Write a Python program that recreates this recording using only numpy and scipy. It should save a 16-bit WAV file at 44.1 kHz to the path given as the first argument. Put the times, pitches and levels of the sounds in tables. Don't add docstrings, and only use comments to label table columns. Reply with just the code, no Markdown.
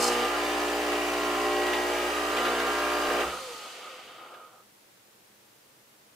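import sys
import numpy as np
from scipy import signal
from scipy.fft import rfft, irfft, next_fast_len
from scipy.io import wavfile

SR = 44100
rng = np.random.default_rng(int(sys.argv[2]) if len(sys.argv) > 2 else 0)


def unload_wav(signal):
    wavfile.write(
        sys.argv[1],
        SR,
        np.round(np.clip(np.atleast_2d(signal).T, -1, 1) * 32767).astype(np.int16),
    )


def magnitude_from_level(level_db):
    exponent = np.asarray(level_db, float) / 20
    return 10 ** exponent


N = 271479
TIME = np.arange(N) / SR
CUT_S, STOPPED_S = 3.22, 3.42
POWERED = round(3.45 * SR)

# frequency in Hz, likeness from 0 to 1.
MACHINE_LIKENESS = [(60, 1.0), (180, 1.0), (550, 0.96), (1650, 0.74), (4970, 0.45), (15000, 0.45)]


def at_hz(points, hz):
    point_hz, value = np.transpose(points)
    return np.interp(np.log(hz + 1e-9), np.log(point_hz), value)


def rms_one(x):
    return x / np.sqrt(np.mean(x ** 2) + 1e-20)


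def drift(rate, size=N):
    r = np.exp(-80 * np.pi * rate / SR)
    steps = rng.standard_normal(size // 40 + 2002)
    slow = signal.lfilter([1], [1, -2 * r, r * r], steps)[2000:]
    return np.interp(np.arange(size) / 40, np.arange(len(slow)), rms_one(slow))


def swell(start_s, rise_s, hold_s, fall_s):
    age = TIME - start_s
    rise = age / rise_s
    fall = (rise_s + hold_s + fall_s - age) / fall_s
    return np.clip(np.minimum(rise, fall), 0, 1)


def resonance(x, hz, width_hz):
    r = np.exp(-np.pi * width_hz / SR)
    top = np.array([1, 0, -1]) * (1 - r * r) / 2
    return signal.lfilter(top, [1, -2 * r * np.cos(2 * np.pi * hz / SR), r * r], x)


def ring(clicks, hz, t60):
    r, w = magnitude_from_level(-60 / (t60 * SR)), 2 * np.pi * hz / SR
    return signal.lfilter([0, np.sin(w)], [1, -2 * r * np.cos(w), r * r], clicks + 1e-18)


def noise(spectrum, likeness=MACHINE_LIKENESS):
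    size = next_fast_len(N)
    hz = np.arange(size // 2 + 1) * SR / size
    mid, side = rfft(rng.standard_normal((2, size))) * magnitude_from_level(at_hz(spectrum, hz))
    alike = np.clip(at_hz(likeness, hz), 0, 1)
    both = np.sqrt(1 + alike) * mid + np.sqrt(1 - alike) * side * [[1], [-1]]
    return rms_one(irfft(both, size)[:, :N])


# frequency in Hz, level in dB per Hz.
ROOM_COLOUR = [(8.8, -54), (15, -24), (91, -17.5), (122, -6), (168, -14.5), (206, -5.5), (267, -12.5),
               (300, -6.5), (379, -8), (465, -5.5), (659, -9), (907, -10), (15700, -19.5)]
# frequency in Hz, left-right likeness from 0 to 1.
ROOM_LIKENESS = [(60, 0.78), (130, 0.94), (290, 0.66), (640, 0.06), (1400, 0.013), (15000, 0.18)]


def room_tone():
    return magnitude_from_level(-58) * noise(ROOM_COLOUR, ROOM_LIKENESS)


# start and hold in seconds, lift in dB of the lowest, middle
TUBE_STRAINS = [(0, 0.25, 9, 13, 10), (0.312, .08, -5, 2.5, 8.5), (.76, 0.048, -1, 4, -12),
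                (1.283, 0.16, 2, -8, 5), (1.56, 0.055, -1, -2, -4), (1.92, 0.069, -4, 5.5, 3),
                (2.12, 0.21, -3.5, -6, 8), (2.4, .1, 5, 5.5, 11), (2.557, 0.14, 5, 8.5, 2.5),
                (2.688, 0.34, -2.5, -5, 8), (2.948, .02, 0.1, 6, 1), (3.084, 0.15, 3.5, 8, 8)]


def strain():
    rise_s, ease_s = 0.1, 0.044
    return sum(np.outer(lift_db, swell(start_s - rise_s, rise_s, hold_s, ease_s))
               for start_s, hold_s, *lift_db in TUBE_STRAINS)


def effort():
    off_s = np.maximum(TIME - CUT_S, 0)
    priming = swell(-0.7, 0.1, 1.0, 0.03)
    stroke_db = -35 - 0.5 * priming - 143 * off_s
    kicks = sum(magnitude_from_level(peak_db + 15) * swell(s - 0.01, 0.015, 0.0054, 0.032) for s, peak_db, hz in BOWL_SPITS)
    rattle_db = -36 + 0.23 * strain().mean(axis=0) + 2.5 * kicks
    return stroke_db, np.maximum(rattle_db - 250 * off_s, -40.5)


MAINS_HZ = 59.97
STROKE_REF_DB = -32.5
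# multiple of the mains rate, level in dB rms.
PUMP_HARMONICS = [(1, -54), (2, -69.5), (3, -61), (4, -50), (5, -37.5), (6, -36), (7, -36.5), (8, -43),
                  (9, -44.5), (10, -39), (11, -39.5), (12, -42), (13, -43), (14, -43.5), (15, -52.5),
                  (16, -45.5), (17, -44), (18, -41.5), (19, -48), (20, -42), (21, -46), (23, -44.5),
                  (26, -47.5), (27, -45.5), (28, -49), (29, -48), (32, -43.5), (38, -47.5), (40, -43.5),
                  (47, -49)]
SLACK_TUBE_DB = (-0.9, -4, -3.5)


def pump_tone(stroke_db, wobble, second_knock):
    cycle = 2 * np.pi * MAINS_HZ * TIME[:POWERED]
    effort_db = stroke_db[:POWERED] - STROKE_REF_DB
    hum_db = np.minimum(effort_db + 7.5, 0)
    casing_db = (strain() + np.array(SLACK_TUBE_DB)[:, None])[:, :POWERED]
    low_db, middle_db, high_db = np.minimum(effort_db + 2.5, 0) + casing_db
    loading_db = {1: hum_db, 4: low_db, 8: middle_db, 20: high_db}
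    out = np.zeros((2, N))
    for k, level_db in PUMP_HARMONICS:
        knocks = np.angle(1 + second_knock * np.exp(-2j * np.pi * 0.6 * k))
        blur = np.minimum(wobble * k, 0.6)
        uneven_db = effort_db + 6 * blur * drift(1.37, size=POWERED)
        loudness = magnitude_from_level(level_db + loading_db.get(k, uneven_db))
        phase = k * (cycle - 1.3) + knocks + 0.06 * k * k + blur * drift(0.72, size=POWERED)
        alike = np.clip(at_hz(MACHINE_LIKENESS, k * MAINS_HZ), 0, 1)
        apart = np.arccos(alike) / 2 * np.clip(k / 20, 0, 1)
        turn = apart * (rng.choice([-1, 1]) + 1.2 * drift(0.51, size=POWERED))
        out[:, :POWERED] += np.sqrt(2) * loudness * np.cos(phase + turn * [[1], [-1]])
    return out


# frequency in Hz, level in dB per Hz.
RATTLE_COLOUR = [(60, -55), (95, -47), (190, -30), (285, -10.5), (360, -6), (470, -11.5), (640, -13),
                 (775, -7), (930, -8.5), (1240, -9), (2110, -10), (2900, -11), (4300, -23), (5600, -47)]
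# frequency in Hz, level in dB per Hz.
JET_COLOUR = [(2470, -31), (4200, -8.5), (4660, -2), (5500, -2), (7660, -7), (14300, -11.5), (15700, -7)]
# frequency in Hz, width in Hz, level in dB over the noise.
CASING_MODES = [(493, 5, 11.5), (548, 22, 13), (785, 18, -3), (1270, 29, 7.5), (1680, 82, 1.5),
                (1990, 32, 1.5), (2740, 58, -2), (2836, 84, -1), (2940, 19, 1), (3124, 23, 0.5),
                (3550, 4.2, 14.5), (3900, 6.9, -12), (3890, 60, 4), (4680, 12, 6), (4810, 5.2, 17.5),
                (5640, 55, -4), (6010, 9.3, 10.5), (6180, 33, -6), (7150, 24, 11), (7440, 30, 6),
                (7730, 69, -8)]


def valve_rattle(rattle_db, stroke_db, gate_db):
    cycle = 2 * np.pi * MAINS_HZ * TIME
    gate = magnitude_from_level(gate_db * (np.cos(cycle - 0.6) + 0.17 * np.cos(3 * cycle)))
    rattle = magnitude_from_level(rattle_db - 1 + 0.46 * drift(51)) * noise(RATTLE_COLOUR)
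    pressure_db = np.minimum(stroke_db - STROKE_REF_DB + 2, 0)
    jet = magnitude_from_level(-44 + 1.3 * pressure_db + 0.5 * drift(30)) * noise(JET_COLOUR)
    loose = gate * (rattle + jet)
    running = loose[:, :POWERED]
    loose[:, :POWERED] += sum(magnitude_from_level(db) * resonance(running, hz, width_hz) for hz, width_hz, db in CASING_MODES)
    taut_tube = magnitude_from_level(-3.5 + 0.66 * strain()[1]) * resonance(loose, 770, 58)
    return loose + taut_tube


# time in seconds, whine pitch in Hz.
ROTOR_SPEED = [
    (0, 624),
    (3.25, 624),
    (3.55, 458),
    (3.86, 290),
    (4.1, 190),
    (4.4, 100),
    (4.7, 12),
]


def rotor_motion():
    s, pitch_hz = np.transpose(ROTOR_SPEED)
    hz = np.interp(TIME, s, pitch_hz)
    return hz, hz / hz[0], np.clip((s[-1] - TIME) / 0.1, 0, 1)


def rotor_whine():
    hz, share, turning = rotor_motion()
    phase = 2 * np.pi * np.cumsum(hz * (1 + 0.00626 * drift(11.7))) / SR
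    first = magnitude_from_level(-55) * share ** 1.3 * np.sin(phase)
    octave = magnitude_from_level(-53.5 + 2.5 * drift(25)) * share ** 0.8 * np.sin(2 * phase)
    sung = magnitude_from_level(17.5) * first + magnitude_from_level(7) * octave
    whine = first + octave + resonance(resonance(sung, 500, 70), 500, 70)
    radiates = signal.butter(4, 380, "high", fs=SR, output="sos")
    return signal.sosfilt(radiates, whine) * turning


# level in dB, knee as share of full speed, steepness of the fade below it,
# extra dB while driven.
BEARING_BANDS = [
    (-48, 0.14, 1.7, 8.5),
    (-47, 0.34, 2.05, 1.5),
    (-45.5, 0.66, 2.3, 0.85),
    (-48, 1, 1.8, 1),
]
# frequency in Hz, width in Hz, level in dB.
HOUSING_MODES = [(261, 72, -9), (356, 42, -6.5), (521, 66, -2.5), (823, 170, -9), (998, 180, -9),
                 (1203, 48, -2.5), (1254.6, 17, 6), (1352, 158, -6.5)]
# frequency in Hz, level in dB per Hz.
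WHIRR_COLOUR = [(880, -53), (1500, 0), (1760, -2.5), (2170, 1), (2410, 0), (2910, 2.5), (3750, -3),
                (4190, -13), (4700, -7), (6110, -31), (10300, -120)]
# frequency in Hz, level in dB per Hz.
AIR_COLOUR = [(2530, -15), (4300, 0.5), (4610, 1), (5690, -6), (6000, -2), (8000, -8), (10400, -34),
              (17600, -120)]
# frequency in Hz, level in dB per Hz.
HIGH_AIR_COLOUR = [(4710, -30), (8000, 0.5), (8580, 0.5), (13400, -8.5), (14500, -12), (15700, -14)]


def rotor_bearings():
    _, share, turning = rotor_motion()
    driven = np.exp(-np.maximum(TIME - 3.37, 0) / 0.11)
    rumble_db, whirr_db, air_db, high_db = (
        db + extra_db * driven - steep * 10 * np.log10(np.hypot(1, (knee / share) ** 2))
        for db, knee, steep, extra_db in BEARING_BANDS)
    grit = noise([(100, -17), (300, -1.5), (2000, 1), (4000, -21)])
    rumble = sum((-1) ** i * magnitude_from_level(db) * resonance(grit, hz, width_hz)
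                 for i, (hz, width_hz, db) in enumerate(HOUSING_MODES))
    strained_db = 0.57 * (strain()[2] - 9.5 * (TIME < CUT_S))
    rumble = magnitude_from_level(rumble_db + strained_db + 1.7 * drift(14)) * rms_one(rumble)
    hiss = magnitude_from_level(whirr_db) * noise(WHIRR_COLOUR) + magnitude_from_level(air_db) * noise(AIR_COLOUR)
    hiss += magnitude_from_level(high_db) * noise(HIGH_AIR_COLOUR)
    return (rumble + hiss) * turning


# start in seconds, hold in seconds, level in dB.
STEAM_PUFFS = [
    (-.002, 0.019, -31.5),
    (0.044, 0.015, -31.5),
    (0.096, .008, -39),
]
# frequency in Hz, level in dB per Hz.
STEAM_COLOUR = [(2120, -52), (3600, -15), (3990, -12), (4090, -1), (4680, -2), (5010, 2.5), (5520, -4),
                (8310, -3), (9340, -8.5), (14600, -19.5), (15500, -38)]


def steam():
    puffs = sum(magnitude_from_level(db) * swell(s, 0.021, hold_s, 0.026) for s, hold_s, db in STEAM_PUFFS)
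    leak = magnitude_from_level(-44.5) * swell(-0.12, 0.083, 0.22, 0.13)
    return (puffs + leak) * magnitude_from_level(2.1 * drift(90)) * noise(STEAM_COLOUR, [(3000, 0.65), (15000, 0.6)])


# start in seconds, hold in seconds, level in dB.
COUNTER_SHUDDERS = [
    (-.03, .03, -55),
    (.1, 0.16, -53),
    (3.06, .09, -54),
    (3.227, 0.027, -57),
]


def shudder():
    low = noise([(110, -30), (150, -1), (215, 1), (270, -19)], [(100, 1), (300, 1)])
    moments = sum(magnitude_from_level(db) * swell(s, 0.022, hold_s, 0.05) for s, hold_s, db in COUNTER_SHUDDERS)
    steady = magnitude_from_level(-60.5) * swell(-1.04, 0.1, 0.95 + CUT_S, 0.1)
    return low * (moments + steady)


# time in seconds, peak in dB, bubble pitch in Hz.
BOWL_SPITS = [(0.1164, -19, 2640), (0.1979, -23, 1990), (0.7986, -24, 1930), (0.918, -19, 1460),
              (1.13, -26, 1680), (1.665, -16.5, 1990), (1.7306, -12, 2050), (1.951, -34, 1750),
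              (2.365, -15.5, 2450), (2.451, -12, 1740), (2.599, -15.5, 2270), (2.8834, -34, 1740),
              (3.1994, -17, 2590), (4.3394, -32, 1660)]


def spits(length_s):
    out = np.zeros((2, N))
    splash = noise([(700, -28), (1300, -3), (3500, -2), (7000, -21)])
    for s, peak_db, hz in BOWL_SPITS:
        start = round(s * SR)
        span = slice(start, start + 4000)
        age = TIME[span] - s
        burst = splash[:, span] * np.exp(-age / length_s) * np.clip(age / 0.0027, 0, 1)
        bubble = 2.5 * resonance(burst, hz, 96)
        out[:, span] += magnitude_from_level(peak_db - 18.5) * (burst + bubble)
    return out


# time in seconds, level in dB.
MACHINE_JOLTS = [
    (3.085, -40),
    (3.238, -45.5),
    (3.5, -68),
]
# frequency in Hz, level in dB, t60 in seconds.
RUBBER_MOUNT = [
    (69, 2, 0.366),
    (131, -25, 0.91),
    (180, 0.5, 0.42),
]


def jolts():
    (bump_s, bump_db), *rocks = MACHINE_JOLTS
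    bump, cut = np.zeros((2, N))
    bump[round(bump_s * SR)] = magnitude_from_level(bump_db)
    for s, db in rocks:
        cut[round(s * SR)] = magnitude_from_level(db)
    rocking = sum(magnitude_from_level(db) * resonance(ring(cut, hz, t60), hz, 14) for hz, db, t60 in RUBBER_MOUNT)
    return ring(bump, 40, 0.05) + rocking


def kitchen(x, wet_db, t60):
    age = np.arange(8000) / SR
    echoes = rng.standard_normal(len(age)) * magnitude_from_level(-60 * age / t60)
    echoes = magnitude_from_level(wet_db) * echoes / np.sqrt(np.sum(echoes ** 2))
    echoes[0] = 1
    echoes = echoes / np.sqrt(np.sum(echoes ** 2))
    return signal.fftconvolve(x, echoes[None], axes=1)[:, :N]


# frequency in Hz, left minus right in dB.
PORT_LEAN = [(300, -2), (700, -0.3), (1290, -2), (2400, 0), (4400, 0), (8100, -1), (15000, -4.5)]


def ports(x):
    size = next_fast_len(N)
    hz = np.arange(size // 2 + 1) * SR / size
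    lean_db = at_hz(PORT_LEAN, hz) * np.clip(hz / 500 - 1, 0, 1)
    return irfft(rfft(x, size) * magnitude_from_level(lean_db / 2 * [[1], [-1]]), size)[:, :N]


def scene():
    stroke_db, rattle_db = effort()
    powered = np.clip((STOPPED_S - TIME) / 0.13, 0, 1)
    broad = powered * valve_rattle(rattle_db, stroke_db, gate_db=2.5)
    broad = broad + rotor_bearings() + steam() + spits(length_s=0.014)
    tones = powered * pump_tone(stroke_db, wobble=0.046, second_knock=1.0) + rotor_whine()
    machine = tones + kitchen(broad, wet_db=-11, t60=0.087) + shudder() + jolts()
    return ports(machine) + room_tone()


def band_limit(x):
    return signal.sosfilt(signal.butter(12, 16020, fs=SR, output="sos"), x)


def record(dry):
    top_cut = signal.cheby2(24, 60, 15900, fs=SR, output="sos")
    mix = signal.sosfilt(top_cut, dry)
    return band_limit(mix)


dry = scene()
out = record(dry)
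unload_wav(out)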